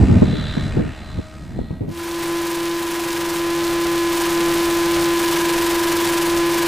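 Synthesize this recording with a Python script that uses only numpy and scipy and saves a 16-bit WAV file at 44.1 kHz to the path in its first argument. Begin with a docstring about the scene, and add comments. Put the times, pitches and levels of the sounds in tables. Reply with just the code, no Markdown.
"""In a field, an electric model helicopter circles high up while wind buffets a microphone on the ground.
Its blades swish, its tail rotor buzzes and its gears whine. Near 1.9 s the sound fades over to a camera
riding on the helicopter. There the motor's shaking overloads the microphone into a square-wave drone,
roughened by the tail shaft, gears and blades. At times the drone flutters."""
import sys
import numpy as np
from scipy import signal
from scipy.fft import rfft, irfft, next_fast_len
from scipy.io import wavfile
from scipy.ndimage import uniform_filter1d, map_coordinates

SR = 44100
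rng = np.random.default_rng(int(sys.argv[2]) if len(sys.argv) > 2 else 0)


def store_wav(level_fs):
    """Save 16-bit WAV to argv[1]."""
    pcm = np.round(np.clip(np.atleast_2d(level_fs), -1, 1) * 32767)
    wavfile.write(sys.argv[1], SR, pcm.T.astype(np.int16))


N = 294147

# Tone colours, or how strong each pitch is next to the others: pitch_hz, gain_db
WIND_RUMBLE = [(12, -42), (20, -24), (91, 0), (117, -1), (164, -2), (244, -5.5), (277, -10.5), (399, -18.5),
               (507, -24.5), (900, -30.5), (1170, -41), (1980, -120)]
BUFFET_BODY = [(40, -35), (130, -7.5), (300, -2.5), (460, -11), (800, -29), (1500, -41), (4000, -51),
               (9000, -120)]
BUFFET_EDGE = [(200, 6), (600, 12), (1000, -5), (1500, -9), (3000, -33), (6000, -74), (10000, -120)]
BLADE_SWISH = [(300, -10), (650, 9.5), (1000, 3), (1300, 6.5), (1900, 4.5), (2800, 0), (4500, -15),
               (6000, -32), (10000, -50)]
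BLADE_HISS = [(2650, -32), (4700, -1.5), (5400, -6.5), (7060, -8), (7870, -6), (8820, -14.5),
              (10200, -15.5), (11900, -26), (15500, -28)]
DEEP_RUMBLE = [(12, -25), (28, 0), (85, 1), (130, -14), (800, -120)]
GEAR_RASP = [(2600, -19), (3200, -11.5), (3550, -2), (3800, -7), (4050, -10), (4400, -12), (5400, -49)]
RATTLE = [(200, 4.5), (900, 0.5), (3000, 0), (6000, -9), (11000, -12.5), (16000, -10.5)]
DOWNWASH = [(20, 7.5), (100, 3.5), (300, -0.5), (800, -0.5), (2000, -31.5)]
GRIT = [(300, -0.5), (700, 6.5), (2000, 3.5), (6000, -4.5), (16000, -7.5)]
SIZZLE = [(800, 2), (2200, 8), (5000, -4), (9000, -0.5), (15000, 1)]
ONBOARD_TONE = [(20, 1.5), (100, 1), (340, 0.5), (1000, 1), (2000, 1.5), (4000, 2.5), (9000, 1),
                (15000, -2.5)]
# Gusts on the ground microphone: peak_s, gain_db, build_s, fall_s
GUSTS = [(.06, -10, 0.75, 0.26), (.8, -16, 0.094, 0.035), (1.185, -28.5, 0.097, 0.012),
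         (1.61, -27.5, 0.16, 0.14)]
# Sharp slaps of wind, each with a low thump: start_s, gain_db, decay_s, relative_thump_db
BUFFETS = [(.089, -20, 0.064, -27), (0.219, -7.5, 0.012, -2), (0.328, -25.5, 0.045, -4),
           (0.567, -22, 0.017, 5), (0.768, -16, 0.0087, -10), (.792, -23.5, 0.046, -22),
           (1.185, -20, 0.0093, 2), (1.589, -14, 0.0028, -14), (1.612, -22, 0.0052, -4),
           (1.705, -31, 0.011, 12), (1.806, -28.5, 0.041, 7.5), (1.88, -32.5, .03, 6)]
# Tones of the tail rotor: harmonic_number, gain_db
TAIL_TONES = [(1, 4), (2, 3), (3, -18), (4, -0.5), (5, -4), (6, -0.5), (7, -11)]
# The whine swells as the gear faces the listener: centre_s, half_width_s, gain_db
WHINE_SWELLS = [(.45, 0.19, -32), (1.13, 0.18, -48), (1.66, .14, -51)]
# How the blades' high hiss fades: time_s, gain_db
HISS_FADE = [(0, -52.5), (.45, -56), (.66, -53.5), (.81, -60), (1.45, -62), (1.85, -77)]
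# How the onboard drone grows: time_s, gain_db
DRONE_GROWTH = [(1.97, -29), (2.3, -23), (2.89, -24), (4.5, -19), (5.84, -19), (6.47, -19), (6.67, -19)]
# Spells when the drone flutters: centre_s, length_s, depth_0_to_1
FLUTTER_SPELLS = [(2.04, .17, 0.53), (2.23, 0.08, 0.79), (2.51, 0.19, 0.57), (3.085, 0.62, 0.58),
                  (4.222, 0.22, 0.64), (4.71, 0.39, 0.28), (5.732, 1.15, 0.6), (6.63, 0.26, 0.6)]

NEAREST_S, SWITCH_S = 0.51, 1.87  # the helicopter is closest; the fade to its camera begins
MESH_HZ, CLIMB_HZ_PER_S, CURVE_HZ_PER_S2 = 3960, 40, 29  # the gear tone climbs as the helicopter turns
MOTOR_HZ, CREEP_HZ_PER_S = 339.1, 0.27  # a speed controller holds the motor almost steady
BOUNCE_LAG_S, PASS_S = 0.00063, 0.3  # longest lag of the ground echo; time scale of the fly-by
FLUTTER_HZ, SPELL_EDGE_S = 23.4375, 0.023  # bursts a second; how gently a spell starts and ends
SNAP_S = 0.0072  # buffets shorter than this are much brighter
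TOP_HZ = 15500


def amp(db):
    """Turn decibels into a gain to multiply by."""
    return 10 ** (np.asarray(db) / 20)


def unit(x):
    """Scale to an average (rms) level of 1."""
    return x / np.sqrt(np.mean(x ** 2) + 1e-20)


def clock():
    """The time of each sample in seconds."""
    return np.arange(N) / SR


def curve(rows):
    """Join (time, value) points with straight lines."""
    return np.interp(clock(), *np.transpose(rows))


def wobble(rate):
    """A smooth random curve through rate points a second."""
    return map_coordinates(rng.standard_normal(int(N * rate / SR) + 4), [clock() * rate])


def angle(hz):
    """The running angle of something that turns hz times a second."""
    return 2 * np.pi * np.cumsum(hz) / SR


def filtered(x, response):
    """Scale each pitch in x by response(hz)."""
    size = next_fast_len(N + 8192)
    return irfft(rfft(x, size) * response(np.fft.rfftfreq(size, 1 / SR)), size)[..., :N]


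def coloured(x, colour):
    """Give x a tone colour."""
    pitch_hz, gain_db = np.transpose(colour)
    return filtered(x, lambda hz: amp(np.interp(np.log(hz + 1), np.log(pitch_hz), gain_db)))


def noise(colour):
    """Noise with a tone colour, at level 1."""
    return unit(coloured(rng.standard_normal(N), colour))


def beat(turn, depth_db):
    """A gain that pulses once a turn."""
    return unit(amp(depth_db * np.cos(turn / 2) ** 4))


def faint_hiss():
    """A quiet, even hiss behind the sounds in the field."""
    return amp(-63.5) * noise([(100, 0), (10000, 0), (15000, -4)])


def swirling_air(colour, side_db):
    """Swirling air sounds a little different on the left and right."""
    mid, side = noise(colour), amp(side_db) * noise(colour)
    return np.array([mid + side, mid - side])


def wind():
    """Rumbling gusts build and fall; short, brighter buffets hit the microphone and die away."""
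    t = clock()
    strength = amp(-51)  # the breeze between gusts
    for peak_s, db, build_s, fall_s in GUSTS:
        strength += amp(db) * np.exp(-np.maximum((peak_s - t) / build_s, (t - peak_s) / fall_s))
    rumble = swirling_air(WIND_RUMBLE, side_db=-12)
    deep = swirling_air(DEEP_RUMBLE, side_db=-12)
    body, edge = swirling_air(BUFFET_BODY, side_db=4.5), noise(BUFFET_EDGE)
    air = strength * amp(-1.65 + 2.8 * wobble(30.36)) * rumble
    air += amp(-18.5) * strength ** 0.53 * deep  # follows gusts loosely, so weak wind sounds duller
    for start_s, db, decay_s, thump_db in BUFFETS:
        age = np.maximum(t - start_s, 0)
        rise = 1 - np.exp(-(age / 0.0016) ** 2)
        brightness = amp(-27) * (1 + (SNAP_S / decay_s) ** 3)
        slap = body + amp(thump_db) * rumble + brightness * edge
        air += amp(db) * rise * np.exp(-age / decay_s) * slap
    return air


def restless_air(x, depth_db):
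    """Moving air makes patches of high and low pitches louder or softer."""
    spectrum = signal.stft(x, nperseg=1024)[2]
    patches = uniform_filter1d(rng.standard_normal(spectrum.shape), size=4, axis=0)
    patches = unit(uniform_filter1d(patches, size=16, axis=1))
    return unit(signal.istft(spectrum * amp(depth_db * patches), nperseg=1024)[1][:N])


def ground_bounce(x):
    """A weak echo off the ground lags most when the helicopter is nearest, so the tone colour sweeps."""
    lag_s = BOUNCE_LAG_S / np.hypot(1, (clock() - NEAREST_S) / PASS_S)
    echo = map_coordinates(x, [np.arange(N) - lag_s * SR], order=3)
    return unit(x + 0.17 * echo)


def distant_helicopter():
    """Blades chop the air, the tail rotor buzzes and gear teeth whine, all fading as it flies away."""
    t = clock()
    before, after = np.maximum(NEAREST_S - t, 0), np.maximum(t - NEAREST_S, 0)
    flyby_db = -41 - 0.5 * before - 13 * after ** 1.24
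    hiss_db = curve(HISS_FADE)
    swells = sum(amp(db) * np.exp(-((t - s) / width) ** 2) for s, width, db in WHINE_SWELLS)
    whine_gain = amp(flyby_db - 3.5) + swells
    mesh_hz = MESH_HZ + CLIMB_HZ_PER_S * t + CURVE_HZ_PER_S2 * t ** 2
    mesh = angle(mesh_hz * (1 + 0.00064 * wobble(26.4)))
    rotor, tail = mesh / 113, mesh / 12.93
    chop = beat(2 * rotor, depth_db=7) * beat(tail, depth_db=4.5)  # two main blades, and the tail's
    swish = ground_bounce(restless_air(noise(BLADE_SWISH), depth_db=1.5)) * amp(flyby_db + 5.5)
    hiss = amp(hiss_db + 6) * noise(BLADE_HISS)
    buzz = np.zeros(N)
    for harmonic, db in TAIL_TONES:
        gain = amp(db + 3 * wobble(7))
        buzz += gain * np.sin(harmonic * tail + 0.15 * wobble(39.5) + rng.uniform(0, 2 * np.pi))
    buzz *= amp(0.71 * flyby_db - 17.5)  # the tones fade less than the swish
    blade_load = np.sin(2 * rotor)  # each blade strains the gear, adding side tones to its whine
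    whine = whine_gain * amp(-7 + 2 * wobble(14)) * np.sin(mesh + 0.7 * blade_load + 0.4 * wobble(150))
    octave = amp(hiss_db - 6 + 3 * wobble(9.7)) * np.sin(2 * mesh + blade_load + 0.8 * wobble(150))
    rasp = amp(-7.5) * whine_gain * noise(GEAR_RASP)
    return (swish + hiss + rasp) * chop + buzz + whine + octave


def spells():
    """How deep the flutter is over time, one row for each spell."""
    return np.array([depth * (0.5 + 0.5 * np.tanh((length / 2 - abs(clock() - s)) / (2 * SPELL_EDGE_S)))
                     for s, length, depth in FLUTTER_SPELLS])


def rattle():
    """The shaking frame makes spiky noise that comes in clumps."""
    grain = noise(RATTLE)
    clumps = amp(1.8 * wobble(55))
    return amp(3.26 * wobble(500)) * clumps * grain


def frame_shaking(motor):
    """The off-balance motor, tail shaft, blades, gears, downward air and rattle all shake the camera."""
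    rotor, tail = motor * 12 / 115, motor * 0.4642
    shafts = np.sin(motor) + 0.17 * amp(wobble(14)) * np.sin(tail) + 0.047 * np.sin(2 * rotor)
    gear = 0.011 * np.sin(12 * motor + 2.1 * wobble(60))
    downwash = 0.13 * noise(DOWNWASH)
    load = beat(2 * rotor, depth_db=-1.5) * beat(rotor, depth_db=3.5) * beat(tail, depth_db=1)
    rattle_db = -16 + spells().sum(axis=0) + wobble(14)  # a little louder during flutter
    return shafts + gear + downwash + amp(rattle_db) * load * rattle()


def flutter(drone, motor):
    """In spells, the drone breaks into a harsh, sizzling buzz about 23 times a second."""
    turn = 2 * np.pi * (clock() * FLUTTER_HZ - 0.84)
    # each spell is half a beat off the one before
    share = sum(spell * np.abs(np.cos((turn + k * np.pi) / 2)) ** 1.65 for k, spell in enumerate(spells()))
    grit = amp(8.2 * wobble(600)) * noise(GRIT)
    slip = 2 * turn + 0.24 * wobble(30)  # puts two tones just under the third and fifth harmonics
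    slipped = np.cos(3 * motor - slip) + 0.54 * np.cos(5 * motor - slip)
    tones = slipped + 0.76 * np.sin(motor) + 0.43 * np.sin(3 * motor)
    buzz = np.tanh(18 * (tones + grit))
    sizzle = noise(SIZZLE) * amp(2.1 * wobble(750) + 1.5 * wobble(25))
    return (1 - share) * drone + share * (buzz + 0.42 * unit(sizzle))


def onboard_drone():
    """The overloaded microphone flattens the shaking into a square wave, roughened by the rattle."""
    motor = angle(MOTOR_HZ + CREEP_HZ_PER_S * (clock() - SWITCH_S) + 0.15 * wobble(2))
    square = np.tanh(30 * frame_shaking(motor))
    fizz = amp(-20.5) * noise([(100, 0), (3000, 0), (15000, -2)])
    return amp(curve(DRONE_GROWTH) + 1.55) * coloured(flutter(square, motor) + fizz, ONBOARD_TONE)


def scene():
    """The sound on the ground fades out as the sound on board fades in."""
    t = clock()
    ground = np.clip(t / 0.0013, 0, 1) * np.clip(1 - (t - SWITCH_S) / 0.47, 0, 1)
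    aboard = np.clip((t - SWITCH_S) / 0.13, 0, 1)
    return ground * (distant_helicopter() + wind() + faint_hiss()) + aboard * onboard_drone()


def record(dry):
    """Gently round off the strongest peaks and remove everything above TOP_HZ."""
    rounded = dry / (1 + dry ** 4) ** (1 / 4)
    return filtered(rounded, lambda hz: hz < TOP_HZ)


dry = scene()
out = record(dry)
store_wav(out)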